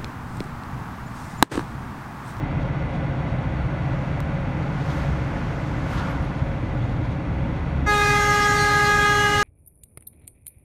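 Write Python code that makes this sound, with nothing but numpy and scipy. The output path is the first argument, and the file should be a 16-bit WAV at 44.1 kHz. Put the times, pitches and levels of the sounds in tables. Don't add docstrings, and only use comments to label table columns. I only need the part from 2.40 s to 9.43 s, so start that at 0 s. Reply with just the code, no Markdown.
import sys
import numpy as np
from scipy import signal
from scipy.fft import rfft, irfft, next_fast_len
from scipy.io import wavfile

SR = 44100
rng = np.random.default_rng(int(sys.argv[2]) if len(sys.argv) > 2 else 0)


def inscribe(sig):
    pcm = np.round(np.clip(np.atleast_2d(sig).T, -1, 1) * 32767)
    wavfile.write(sys.argv[1], SR, pcm.astype(np.int16))


N = 310023
TIME = np.arange(N) / SR
TRUCK_M_PER_S, SOUND_M_PER_S = 10, 343
HORN_START_S, HORN_HZ = 5.458, 413.45
CUTOFF_HZ = 15400

# start in seconds, end in seconds, depth from 0 to 1.
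PEDAL_PUSHES = [(0.0, 3.2, 0.89), (3.5, 4.2, 0.28), (4.9, 5.52, 0.4)]
# multiple of the cycle rate, rms dB coasting, rms dB pulling.
ENGINE_ORDERS = [(3, -37, -40.5), (6, -42, -48), (8, -35.5, -58), (9, -35.5, -31.5), (10, -42, -33.5),
                 (11, -49, -42), (12, -47, -41.5)]
# frequency in Hz, relative level in dB.
RUMBLE_SPECTRUM = [(20, -13), (32, -16), (44, -5), (70, 0.5), (100, -0.5), (135, -0.5), (170, -2),
                   (210, -9), (260, -6.5), (310, -7), (360, -18.5), (480, -20.5), (900, -70.5)]
# frequency in Hz, relative level in dB.
ROAR_SPECTRUM = [(200, -25.5), (380, -2), (700, 1), (1000, -2), (1450, -7), (1750, -7.5), (2100, -7),
                 (2800, -15), (4300, -29), (5200, -31), (6600, -38.5), (7600, -43), (9400, -40),
                 (10500, -58), (15500, -61)]
# centre in Hz, width in Hz, lift in dB.
PANEL_RESONANCES = [(456, 25, -4), (544.5, 47, 9.5), (850, 260, 2), (1460, 150, 6), (1536, 22, -4),
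                    (1884, 60, -7), (1996, 67, 5.5), (3020, 160, -2.5), (3400, 160, 3.5), (3830, 90, 5),
                    (4460, 120, 7.5), (5000, 300, -7), (5600, 180, 4.5), (6600, 400, 4)]
# time in seconds, pitch in Hz, peak in dB, half duration in seconds.
SEAM_BUMPS = [(1.203, 65, -24.5, 0.051), (2.726, 68, -27.5, 0.14), (3.808, 86, -13, 0.0061),
              (4.102, 45.4, -30, 0.26), (5, 65.6, -25.5, 0.09), (5.387, 70.8, -21, 0.076)]
# frequency in Hz, relative level in dB.
TRIM_SPECTRUM = [(1500, -14), (2600, 0.5), (3400, 5.5), (4400, -1.5), (5200, -6.5), (6700, -8.5),
                 (8000, -19), (9500, -18), (11000, -24.5), (15500, -37)]
# time in seconds, level in dB.
TRIM_BUZZES = [(2.51, -52), (3.59, -43), (4.65, -59), (4.72, -63)]
# nearest moment in seconds, level in dB, half duration in seconds.
CAR_PASSES = [(1.62, -47.5, 0.3), (2.562, -38, 0.2), (2.952, -46, .06), (3.3, -41.5, 0.68),
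              (3.536, -37, 0.068), (3.66, -50.5, .09)]
# frequency in Hz, relative level in dB.
SWISH_SPECTRUM = [(300, -4), (900, 9), (1500, 8), (2500, -2.5), (4000, -9), (6500, -13.5), (8000, -21),
                  (11000, -28), (15500, -35)]
# frequency in Hz, relative level in dB.
CRISP_SPECTRUM = [(3000, -18), (6000, -2), (11500, 0), (15500, -5)]
# frequency in Hz, relative level in dB.
WAKE_SPECTRUM = [(400, -30), (900, -3.0), (1300, 0.5), (2000, -15.5), (5000, -28.5), (12000, -48)]
# start in seconds, peak in dB.
TICKS = [(1.804, -18.5)]
# time in seconds, pitch in Hz, level in dB.
SQUEAKS = [(3.71, 11250, -59), (3.838, 11100, -55), (4.425, 3400, -49), (4.44, 6750, -60)]
# frequency in Hz, relative level in dB.
HORN_SPECTRUM = [(414, -6), (827, -4.5), (1241, -1), (1654, -3), (2068, -8.5), (2482, -22), (3308, -22),
                 (3724, -22.5), (4135, -21), (4700, -25.5), (6616, -24.5), (7800, -32.5), (9100, -35.5),
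                 (15500, -47.5)]
# time in seconds, partial number, lift in dB, half duration in seconds.
HORN_FLARES = [(5.507, 4, 7, 0.013), (5.64, 6, 13.5, 0.12), (5.634, 9, 7.5, 0.073), (6.0, 7, 10, 0.035),
               (6.28, 10, 7.5, 0.07), (6.6, 6, 11, .1), (6.63, 8, 9.5, 0.15), (6.693, 4, 6, 0.13),
               (6.95, 7, 11, 0.2)]
# frequency in Hz, relative level in dB.
RASP_SPECTRUM = [(2000, -25), (2800, 10), (3800, 1), (4700, -5.5), (6300, -11), (7600, -18), (9200, -3),
                 (10400, -23), (11600, -6), (15500, -16)]
# centre in Hz, width in Hz, lift in dB.
HAZE_NOTCHES = [(1380, 100, -4), (1800, 68, -7), (2280, 105, -11), (3000, 100, -9), (4830, 91, -5)]
# frequency in Hz, lift in dB.
ECHO_COLOUR = [(414, -18.5), (827, -13.5), (1241, -11.5), (1654, -6.5), (2068, -3.5), (2482, 4.5),
               (3500, -1), (5500, 1.5), (8000, 4.5), (15500, 1)]
# metres ahead as the horn starts, metres to the side, relative gain in dB.
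FACADES = [(-34.5, 31, 10), (9.5, 18, -7)]


def from_db(db):
    return 10 ** (np.asarray(db) / 20)


def rms_one(x):
    return x / np.sqrt(np.mean(x ** 2) + 1e-20)


def at_hz(spectrum, hz):
    points_hz, level = np.transpose(spectrum)
    return np.interp(np.log(np.maximum(hz, 1)), np.log(points_hz), level)


def swell(peak_s, half_s):
    return np.exp(-((TIME - peak_s) / half_s) ** 2 / 2)


def drift(rate_hz):
    pole = np.exp(-200 * np.pi * rate_hz / SR)
    steps = rng.standard_normal(N // 100 + 1002)
    slow = signal.lfilter([1], [1, -2 * pole, pole * pole], steps)[1000:]
    return np.interp(np.arange(N) / 100, np.arange(len(slow)), rms_one(slow))


def coloured(x, spectrum=((20, 0), (20000, 0)), resonances=()):
    size = next_fast_len(N + SR // 10)
    hz = np.arange(size // 2 + 1) * SR / size
    lift_db = sum(db / (1 + (2 * (hz - centre) / width) ** 2) for centre, width, db in resonances)
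    return irfft(rfft(x, size) * from_db(at_hz(spectrum, hz) + lift_db) * (hz > 10), size)[:N]


def noise(spectrum, resonances=()):
    return rms_one(coloured(rng.standard_normal(N), spectrum, resonances))


def engine_load(ease_s=0.095):
    return sum(depth * (np.tanh((TIME - down) / ease_s) - np.tanh((TIME - up) / ease_s)) / 2
               for down, up, depth in PEDAL_PUSHES)


def engine_cycles(start_hz=14.42, rise_hz_per_s=0.18):
    return np.cumsum(start_hz + rise_hz_per_s * np.minimum(TIME, PEDAL_PUSHES[0][1])) / SR


def engine(cycle, load, unsteady_db=2.0):
    drone = 0
    for order, coasting_db, pulling_db in ENGINE_ORDERS:
        phase = 2 * np.pi * (order * cycle + rng.random()) + 0.15 * drift(2.8)
        level_db = coasting_db + load * (pulling_db - coasting_db) + unsteady_db * drift(4.4)
        drone += np.sqrt(2) * from_db(level_db) * np.sin(phase)
    return drone


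def cab_shell(rumble_db=-27):
    bounce = sum(from_db(db) * swell(s, half) * np.sin(2 * np.pi * hz * (TIME - s))
                 for s, hz, db, half in SEAM_BUMPS)
    return from_db(rumble_db) * noise(RUMBLE_SPECTRUM) + bounce


def roar(cycle, load, coasting_db=-36, load_lift_db=2.0, clatter=0.073, lope=0.024):
    firing = np.cos(2 * np.pi * 6 * cycle)
    pulsing = 1 + clatter * firing + lope * np.cos(2 * np.pi * cycle)
    return from_db(coasting_db + load_lift_db * load) * pulsing * noise(ROAR_SPECTRUM, PANEL_RESONANCES)


def loose_trim(jiggle_db=-63, faint_db=-61, faint_per_s=2.0, buzz_half_s=0.016):
    jiggle = from_db(jiggle_db + 3 * drift(22))
    faint = [(s, faint_db) for s in np.cumsum(rng.exponential(1, size=30)) / faint_per_s]
    buzzes = sum(from_db(db) * swell(s, buzz_half_s) for s, db in TRIM_BUZZES + faint if s < TIME[-1])
    return (jiggle + buzzes) * noise(TRIM_SPECTRUM)


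def oncoming_cars(crisp_db=-57, wake_s=3.64, wake_half_s=0.11, wake_db=-32.5):
    power = sum(from_db(db) ** 2 / (1 + ((TIME - s) / half) ** 2) ** 2 for s, db, half in CAR_PASSES)
    crisp = from_db(crisp_db) * (power / power.max()) ** 2 * noise(CRISP_SPECTRUM)
    swish = np.sqrt(power) * noise(SWISH_SPECTRUM)
    wake = from_db(wake_db) / (1 + ((TIME - wake_s) / wake_half_s) ** 2) * noise(WAKE_SPECTRUM)
    return swish + crisp + wake


def tick(decay_s=0.0004):
    return sum(from_db(db) * (TIME >= s) * np.exp(-np.abs(TIME - s) / decay_s) for s, db in TICKS)


def squeaks(half_s=0.015, roughness_hz=130):
    return sum(from_db(db) * swell(s, half_s) * drift(roughness_hz) * np.sin(2 * np.pi * hz * TIME)
               for s, hz, db in SQUEAKS)


def air_horn(drive_db=-21.5, attack_s=0.0094, sharp_hz=5.5, settle_s=0.045, wander=0.00092,
             jitter_rad=0.015, bloom_s=0.00088, build_s=0.013, rasp_gain_db=-21.5, chop=0.96):
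    on = TIME > HORN_START_S
    age = TIME[on] - HORN_START_S
    pressure = from_db(drive_db) * (1 - np.exp(-age / attack_s))
    pitch = HORN_HZ + sharp_hz * np.exp(-age / settle_s)
    phase = 2 * np.pi * np.cumsum(pitch * (1 + wander * drift(26)[on])) / SR
    phase += jitter_rad * drift(110)[on]
    direct, outward = np.zeros((2, N))
    for k in range(1, int(CUTOFF_HZ / HORN_HZ) + 1):
        hz = k * HORN_HZ
        onset = 1 - np.exp(-age / (bloom_s * k + build_s / k))
        amplitude = np.sqrt(2) * onset * pressure * from_db(at_hz(HORN_SPECTRUM, hz))
        partial = -amplitude * np.cos(k * phase + 0.25 * k * rng.normal())
        flare_db = sum(db * swell(s, half)[on] for s, number, db, half in HORN_FLARES if number == k)
        flutter_db = min(k / 2, 4) * drift(11.7)[on]
        direct[on] += partial * from_db(flare_db + flutter_db)
        outward[on] += partial * from_db(at_hz(ECHO_COLOUR, hz))
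    puffs = (1 + chop * np.cos(phase)) * (1 - np.exp(-age / 0.025))
    direct[on] += pressure * from_db(rasp_gain_db) * puffs * noise(RASP_SPECTRUM, HAZE_NOTCHES)[on]
    return direct, outward


def street_echoes(outward, count=140, behind_m=42, ahead_m=55, near_m=7, far_m=26,
                  glass_hz=2000, facade_hz=1560, facade_width_hz=220):
    t = TIME[TIME > HORN_START_S]
    travelled_m = TRUCK_M_PER_S * (t - t[0])
    note = signal.resample_poly(outward[-len(t):], 4, 1)
    note_t = np.linspace(t[0], t[-1], len(note))

    def echo(ahead, side):
        distance = np.hypot(ahead - travelled_m, side)
        facing = (ahead - travelled_m) / distance
        delayed = np.interp(t - 2 * distance / SOUND_M_PER_S, note_t, note, left=0)
        returned = 10 / distance * from_db(-facing) * delayed
        front_share = np.clip(2 * facing + 0.5, 0, 1)
        return returned * np.array([front_share, 1 - front_share])

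    places = zip(np.linspace(-behind_m, ahead_m, count), rng.uniform(near_m, far_m, count))
    windscreen, window = sum(echo(ahead, side) for ahead, side in places)
    muffled = signal.sosfilt(signal.butter(2, glass_hz, fs=SR, output="sos"), windscreen)
    clutter = np.std(note) * rms_one(window + muffled)
    walls = sum(from_db(db) * echo(ahead, side).sum(axis=0) for ahead, side, db in FACADES)
    walls = signal.lfilter(*signal.iirpeak(facade_hz, facade_hz / facade_width_hz, fs=SR), walls)
    echoes = np.concatenate([np.zeros(N - len(t)), clutter + walls])
    return coloured(echoes, resonances=HAZE_NOTCHES)


def scene():
    cycle, load = engine_cycles(), engine_load()
    horn, outward = air_horn()
    driving = engine(cycle, load) + cab_shell() + roar(cycle, load) + oncoming_cars()
    small_sounds = loose_trim() + tick() + squeaks()
    return (driving + small_sounds + horn + street_echoes(outward))[None]


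def record(dry, threshold_db=-19.5, squeeze=0.5, response_s=0.067):
    pole = np.exp(-1 / (response_s * SR))
    level_db = 10 * np.log10(signal.lfilter([1 - pole], [1, -pole], dry ** 2) + 1e-12)
    held = dry * from_db(-squeeze * np.maximum(level_db - threshold_db, 0))
    return signal.sosfilt(signal.ellip(10, 0.1, 80, CUTOFF_HZ, fs=SR, output="sos"), held)


dry = scene()
out = record(dry)
inscribe(out)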